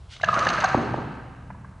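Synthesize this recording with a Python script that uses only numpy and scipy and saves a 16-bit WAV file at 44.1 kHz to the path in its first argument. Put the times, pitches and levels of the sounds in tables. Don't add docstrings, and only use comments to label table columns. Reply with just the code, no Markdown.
import sys
import numpy as np
from scipy import signal
from scipy.fft import rfft, irfft, next_fast_len
from scipy.io import wavfile
from scipy.ndimage import map_coordinates

SR = 44100
rng = np.random.default_rng(int(sys.argv[2]) if len(sys.argv) > 2 else 0)


def transcribe(signal):
    frames = np.atleast_2d(signal).T
    limited = np.clip(frames, -1, 1)
    pcm = np.round(limited * 32767).astype(np.int16)
    wavfile.write(sys.argv[1], SR, pcm)


def linear_from_db(decibels):
    return 10 ** (np.asarray(decibels, float) / 20)


N = 79380
T = np.arange(N) / SR


def unit(x):
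    return x / np.sqrt(np.mean(x ** 2) + 1e-20)


def along(points, hz):
    f, v = np.transpose(points)
    return np.interp(np.log(hz + 1), np.log(f + 1), v)


def filtered(x, response):
    m = next_fast_len(N + SR // 2)
    return irfft(rfft(x, m) * response(np.fft.rfftfreq(m, 1 / SR)), m)[..., :N]


def body(peaks):
    def response(f):
        total = 0
        for k, (centre, width, db) in enumerate(peaks):
            peak = 1j * f * width / (centre * centre - f * f + 1j * f * width)
            total = total + (-1) ** k * linear_from_db(db) * peak
        return total
    return response


def ring(modes, t, rise_s, spread_db):
    total = 0
    for hz, db, t60 in modes:
        fade = linear_from_db(db + spread_db * rng.normal() - 60 * t / t60)
        detuned_hz = hz * (1 + 0.014 * rng.normal())
        total = total + fade * np.sin(2 * np.pi * detuned_hz * t)
    return (1 - np.exp(-t / rise_s)) * total


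def add(track, s, sound):
    track[round(s * SR):][:len(sound)] += sound


def hiss(spectrum, wide_db):
    mid, side = filtered(rng.standard_normal((2, N)), lambda hz: linear_from_db(along(spectrum, hz)))
    side = linear_from_db(wide_db) * side
    return unit(np.array([mid + side, mid - side]))


# t/s, peak level/dB, low f/Hz, high f/Hz, high over low level/dB
PLATE_KNOCKS = [(.232, -22.5, 672, 1740, -2.5), (.235, -9.5, 654, 1687, 8), (.246, -20.5, 673, 1570, 9.5),
                (.287, -7, 689, 1246, 20.5), (.328, -16.5, 691, 1136, 19.5), (.334, -16, 685, 1218, 18),
                (.344, -18, 640, 1121, 30), (.350, -25.5, 640, 1100, 11), (.3615, -19.5, 640, 1287, 12),
                (.372, -13.5, 627, 1406, 3), (.384, -21, 603, 1307, 5), (.393, -26.5, 640, 1300, 18),
                (.402, -30, 700, 1270, 19), (.407, -22, 680, 1200, 30), (.414, -17, 684, 1230, 18.5),
                (.422, -19.5, 708, 1230, 28), (.477, -20.5, 860, 1256, 15.5), (.500, -18.5, 698, 1300, 4),
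                (.508, -28.5, 694, 1270, 7.5), (.514, -23.5, 690, 1280, 23), (.537, -26, 720, 1490, 27),
                (.563, -27, 674, 1220, 11), (.523, -21, 706, 1339, 13.5), (.545, -23.5, 720, 1280, 36),
                (.579, -20, 906, 1611, 6), (.586, -19, 617, 1624, -9), (.600, -20, 676, 1278, 14),
                (.626, -22.5, 927, 1556, -8), (.636, -16, 760, 1551, 0), (.639, -14, 797, 1140, 15),
                (.640, -17.5, 744, 1576, 10.5), (.645, -8, 739, 1550, -2.5), (.657, -32, 760, 1800, 2)]
# t/s, peak level/dB, low # f/Hz, high f/Hz, high over low level/dB
HARD_RAPS = [(.164, -38.5, 2165, 3740, -3), (.166, -42.5, 650, 1240, 6), (.200, -32.5, 1160, 1450, 3.5),
             (.2125, -29, 700, 2100, 3), (.276, -40, 866, 1540, 16), (.4685, -10.5, 770, 1708, 5),
             (.469, -16.5, 518, 2896, -11.5), (.488, -16.5, 820, 1300, 4), (.488, -26, 4110, 4560, -4),
             (.502, -31.5, 2790, 4490, -10), (.657, -27.5, 4200, 4450, 2), (1.504, -28, 920, 1690, -13),
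             (1.504, -34, 736, 1300, -11), (1.510, -36, 958, 1706, -5), (1.548, -48.5, 950, 1650, -18),
             (1.646, -35.5, 1103, 1575, -4), (1.651, -42, 1140, 1600, 10)]
KNOCK_RISE_S, KNOCK_FALL_S, KNOCK_SNAP_DB = .002, .007, -16.5
RAP_RISE_S, RAP_FALL_S, RAP_SNAP_DB = .0004, .005, -16.5
FALL_POWER = 1.7
ROUGHNESS = .2


def plates():
    out, t = np.zeros(N + SR), np.arange(SR // 16) / SR
    for rows, rise_s, fall_s, snap_db in (
            (PLATE_KNOCKS, KNOCK_RISE_S, KNOCK_FALL_S, KNOCK_SNAP_DB),
            (HARD_RAPS, RAP_RISE_S, RAP_FALL_S, RAP_SNAP_DB)):
        shape = (1 - np.exp(-t / rise_s)) ** 2 * np.exp(-(t / fall_s) ** FALL_POWER)
        shape = shape / shape.max()
        for s, db, low_hz, high_hz, over_db in rows:
            wobbles = rng.standard_normal((2, 40))
            rough = [1 + ROUGHNESS * map_coordinates(knots, [t * 400]) for knots in wobbles]
            low = rough[0] * np.sin(2 * np.pi * low_hz * t)
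            high = rough[1] * np.sin(2 * np.pi * high_hz * t)
            pair = (low + linear_from_db(over_db) * high) / (1 + linear_from_db(over_db))
            dull = signal.butter(2, [.75 * low_hz, 1.25 * high_hz], "band", fs=SR)
            noise = signal.lfilter(*dull, rng.standard_normal(len(t)))
            snap = linear_from_db(snap_db) * unit(signal.lfilter(*dull, noise))
            add(out, s - .001, linear_from_db(db) * shape * (pair + snap))
    return out[:N]


# t/s, peak level/dB, bright over dark modes level/dB
SLEEVE_CLINKS = [(0.166, -30.5, -22), (0.2149, -27.5, -18), (0.2309, -24, -22.5), (0.2434, -15.5, -17.5),
                 (0.2574, -40, -11), (0.2857, -23, -49), (0.3057, -41, -18.5), (0.3409, -20, -15.5),
                 (0.391, -20, -8.5), (0.3947, -25, -13.5), (0.424, -26, -19), (0.4494, -25.5, -9),
                 (0.4693, -20, -15.5), (0.4885, -12.5, -18), (0.5013, -18.5, -14), (0.5372, -19, -18),
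                 (0.6029, -30.5, -2), (0.607, -19.5, -22.5), (0.6421, -19, -9.5), (0.6594, -24.5, -24.5),
                 (0.6881, -37.5, -2)]
# f/Hz, level/dB, time to fall 60 dB/s
DARK_STEEL = [(2793, 6.5, 0.012), (3450, -21, 0.029), (3754, -4, 0.028), (4270, -0.5, 0.008),
              (4610, -7, 0.014)]
BRIGHT_STEEL = [(5600, -8, .02), (6200, -1, .035), (6330, -8, .08), (6450, -4, .03), (7100, -10, .02),
                (9900, -28, .012)]
CLINK_DB, SCRAPE_DB, SCRAPE_S = -10.5, 7.5, 0.0055
CLINK_SPREAD_DB = 2.5


def sleeves():
    out, rub, t = np.zeros(N + SR), np.zeros((2, N + SR)), np.arange(SR // 16) / SR
    for s, db, bright_db in SLEEVE_CLINKS:
        dark_ring = ring(DARK_STEEL, t, 0.00097, CLINK_SPREAD_DB)
        bright_ring = ring(BRIGHT_STEEL, t, 0.00079, CLINK_SPREAD_DB)
        add(out, s, linear_from_db(db + CLINK_DB) * (dark_ring + linear_from_db(bright_db + 7.0) * bright_ring))
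        fade = np.exp(-(t / SCRAPE_S) ** 2)
        scrape = linear_from_db(db + CLINK_DB + SCRAPE_DB) * fade * rng.standard_normal((2, len(t)))
        add(rub[0], s, scrape[0])
        add(rub[1], s, linear_from_db(bright_db + 4.5) * scrape[1])
    dark = body([(2100, 410, -0.41), (2785, 820, 1.3), (4200, 1400, 0.2)])
    bright = body([(5960, 630, 6.0), (7670, 760, -17.5)])
    dark_scrape = filtered(rub[0, :N], lambda f: dark(f) * dark(f))
    return out[:N] + dark_scrape + filtered(rub[1, :N], bright)


# t/s, level/dB
SHAKE_STRENGTH = [
    (.2, -69.5),
    (.26, -35.5),
    (.325, -30.5),
    (.43, -28),
    (.5, -31),
    (.6, -27),
    (.7, -32.5),
    (.9, -41.5),
    (1.4, -62.5),
    (1.8, -65),
]
# f/Hz, width/Hz, level/dB
RUBBER_BODY = [(640, 207, -5), (812, 177, -4), (1230, 348, 0.5), (1553, 46, 4), (1640, 300, -3),
               (2690, 200, -11)]
STEEL_BODY = [(2926, 290, 10.5), (3750, 150, 9), (4160, 910, 6), (6440, 250, 3), (6850, 240, -3),
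              (9900, 500, -27)]
# f/Hz, width/Hz, level/dB
HUB_BODY = [(1205, 102, 7), (1300, 86, 4)]
# t/s, level/dB
HUB_STRENGTH = [
    (.28, -84),
    (.3, -41),
    (.325, -40.5),
    (.335, -25.5),
    (.43, -34),
    (.455, -39),
    (.55, -35),
    (.63, -44.5),
    (.7, -53.5),
]
TAPS_PER_S, TAP_SPREAD_DB = 1500, 2.5
JINGLE_DB, SOFT_HZ = -15.5, 2340


def rattle():
    hits = rng.random((2, N)) < TAPS_PER_S / SR
    force = linear_from_db(TAP_SPREAD_DB * rng.exponential(size=(2, N)).clip(0, 3))
    taps = hits * force * rng.normal(size=(2, N))
    strength = linear_from_db(np.interp(T, *np.transpose(SHAKE_STRENGTH)))
    rubber = filtered(taps[0], lambda f: body(RUBBER_BODY)(f) / (1 + 1j * f / SOFT_HZ) ** 2)
    steel = filtered(taps[1], lambda f: body(STEEL_BODY)(f) / (1 + 1j * f / (3 * SOFT_HZ)) ** 2
                     * f / (f + SOFT_HZ))
    hub_strength = linear_from_db(np.interp(T, *np.transpose(HUB_STRENGTH), right=-99))
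    hub = hub_strength * unit(filtered(rng.standard_normal(N), body(HUB_BODY)))
    return hub + strength * (unit(rubber) + linear_from_db(JINGLE_DB) * unit(steel))


# t/s, slap level/dB, thud level/dB
LANDINGS_AND_BUMPS = [
    (0.368, -23, -17.5),
    (0.463, -19.5, -21.5),
    (0.7465, -4.5, -6.5),
    (0.9426, -11.5, -18),
    (1.041, -35, -28),
]
# f/Hz, level/dB, time to fall 60 dB/s
PLATFORM_MODES = [(123.2, -12.5, 0.19), (157, -7, 0.06), (224, -2, 0.025), (267.6, 3, 0.02),
                  (364, 3.5, 0.023), (450, -6, 0.0081)]
SLAP_HZ, SLAP_S, THUD_LAG_S = 760, 0.001, 0.00285
FAR_WALL_S, FAR_WALL_DB, FAR_WALL_HZ = .034, -4, 470


def shoes():
    out, t = np.zeros(N + SR), np.arange(SR // 2) / SR
    u = t[:440] - 220 / SR
    slap = np.exp(-(u / SLAP_S) ** 2) * np.cos(2 * np.pi * SLAP_HZ * u)
    for s, slap_db, thud_db in LANDINGS_AND_BUMPS:
        add(out, s - 220 / SR, linear_from_db(slap_db) * slap)
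        add(out, s + THUD_LAG_S, linear_from_db(thud_db - 9.5) * ring(PLATFORM_MODES, t, 0.00035, 0.3))

    def with_far_wall(f):
        delay = -2j * np.pi * f * FAR_WALL_S
        return 1 + linear_from_db(FAR_WALL_DB) * np.exp(delay - (f / FAR_WALL_HZ) ** 2 / 2)
    return filtered(out[:N], with_far_wall)


# f/Hz, width/Hz, level/dB
LOOSE_BOARDS = [(139, 53, 2), (250, 110, 3), (393, 165, -0.5)]
SHUDDER_DB, SHUDDER_T60, SHUDDER_RISE_S = -16, 0.65, 0.033


def shudder():
    swell = 0
    for s, _, thud_db in LANDINGS_AND_BUMPS:
        t = np.maximum(T - s, 0)
        rise = 1 - np.exp(-(t / SHUDDER_RISE_S) ** 2)
        swell = swell + linear_from_db(thud_db + SHUDDER_DB - 60 * t / SHUDDER_T60) * rise
    bursts = linear_from_db(3 * map_coordinates(rng.standard_normal(120), [T * 60]))
    boards = filtered(rng.standard_normal(N), lambda f: body(LOOSE_BOARDS)(f) / (1 + 1j * f / 600) ** 2)
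    return swell * unit(bursts * boards)


# t/s, level/dB
LOAD_STRENGTH = [
    (.02, -65),
    (.2, -55),
    (.26, -35.5),
    (.4, -34),
    (.7, -38.5),
    (.95, -32.5),
    (1.2, -53),
    (1.5, -42.5),
    (1.8, -48),
]
# f/Hz, width/Hz, level/dB
LOADED_BOARDS = [(123.8, 16, 9), (191, 44, 4), (304, 1100, -15)]


def platform():
    boards = filtered(rng.standard_normal(N), lambda f: body(LOADED_BOARDS)(f) / (1 + 1j * f / 400) ** 2)
    return linear_from_db(np.interp(T, *np.transpose(LOAD_STRENGTH))) * unit(boards)


# f/Hz, level/dB
CLOTH_COLOUR = [(530, -72), (900, -24.5), (1480, 5), (1730, -4), (2070, 5.5), (2630, -0.5), (2850, 10.5),
                (6630, -4.5), (10800, -15.5), (14000, -58.5), (22000, -120)]
BRUSH_S, BRUSH_RISE_S, BRUSH_FALL_S, BRUSH_DB = .133, .028, .032, -44


def brush():
    width = np.where(T < BRUSH_S, BRUSH_RISE_S, BRUSH_FALL_S)
    swell = np.exp(-((T - BRUSH_S) / width) ** 2)
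    return linear_from_db(BRUSH_DB) * swell * hiss([(500, -58.5)] + list(CLOTH_COLOUR), -46)[0]


# f/Hz, time to fall 60 dB/s
HALL_T60 = [(100, 2.84), (300, 1.13), (600, 1.22), (1000, 1.55), (3000, 1.7), (6000, 0.71), (10000, 1.57)]
# f/Hz, level/dB
HALL_WIDTH = [(60, -16.5), (250, 3), (700, 3), (2000, 2), (5000, -1.5), (10000, -7)]
# t/s, level/dB
WALL_ECHOES = [
    (.005, -29.5),
    (.013, -26),
    (0.043, -16),
    (0.046, -15.5),
    (0.082, -20),
]
HALL_DB, HALL_BUILD_S, HALL_LOW_DB, HALL_WIDE_DB = -6.5, 0.031, 5, -13


def hall(x):
    hz, t, z = signal.stft(rng.standard_normal((2, 2 * SR)), SR, nperseg=256)
    low_boost = HALL_LOW_DB * (hz < 400)[:, None]
    fade = linear_from_db(-60 * t / along(HALL_T60, hz)[:, None] + low_boost)
    shape = fade * (1 - np.exp(-(t / HALL_BUILD_S) ** 2))
    share = np.array([1 + 0 * hz, linear_from_db(HALL_WIDE_DB + along(HALL_WIDTH, hz))])[:, :, None]
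    mid, side = signal.istft(z * shape * share, SR, nperseg=256)[1]
    tail = linear_from_db(HALL_DB) * np.array([mid + side, mid - side]) / np.linalg.norm(mid)
    for s, db in WALL_ECHOES:
        tail[:, round(s * SR)] += linear_from_db(db)
    return signal.fftconvolve(x[None], tail, axes=1)[:, :N]


# f/Hz, level/dB
AIR_COLOUR = [(20, -13.5), (45, 4), (80, 0.5), (130, -12.5), (230, -31.5), (800, -30), (3500, -52),
              (10900, -50.5)]
# f/Hz, level/dB
FADING_COLOUR = [(1800, -26), (2600, -7.5), (3700, -6.5), (5200, -13), (7000, -19)]
AIR_DB, AIR_WIDE_DB = -40, -26
FADING_DB, FADING_T60 = -65.5, 7.9


def air():
    fading = linear_from_db(FADING_DB - 60 * T / FADING_T60) * hiss(FADING_COLOUR, AIR_WIDE_DB)
    return linear_from_db(AIR_DB) * hiss(AIR_COLOUR, AIR_WIDE_DB) + fading


PAN_DB = -.2


def scene():
    near = plates() + sleeves() + rattle() + shoes() + brush()
    lift = near + platform() + hall(near) + shudder()
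    return lift * linear_from_db(np.array([[PAN_DB], [-PAN_DB]])) + air()


def low_pass(x):
    return signal.sosfilt(signal.butter(12, 11150, fs=SR, output="sos"), x)


BASS_CUT_HZ, ROLL_HZ, TOP_HZ = 62, 10300, 11150
SELF_NOISE_DB, HISS_WIDE = -82.5, .16


def record(dry):
    def colour(hz):
        thin_bass = (1j * hz / (BASS_CUT_HZ + 1j * hz)) ** 2
        return thin_bass / (1 + (hz / ROLL_HZ) ** 8)
    self_noise = rng.standard_normal(N) + HISS_WIDE * rng.standard_normal((2, N))
    heard = filtered(dry, colour) + linear_from_db(SELF_NOISE_DB) * self_noise
    mix = filtered(heard, lambda hz: hz < TOP_HZ)
    return low_pass(mix)


dry = scene()
out = record(dry)
transcribe(out)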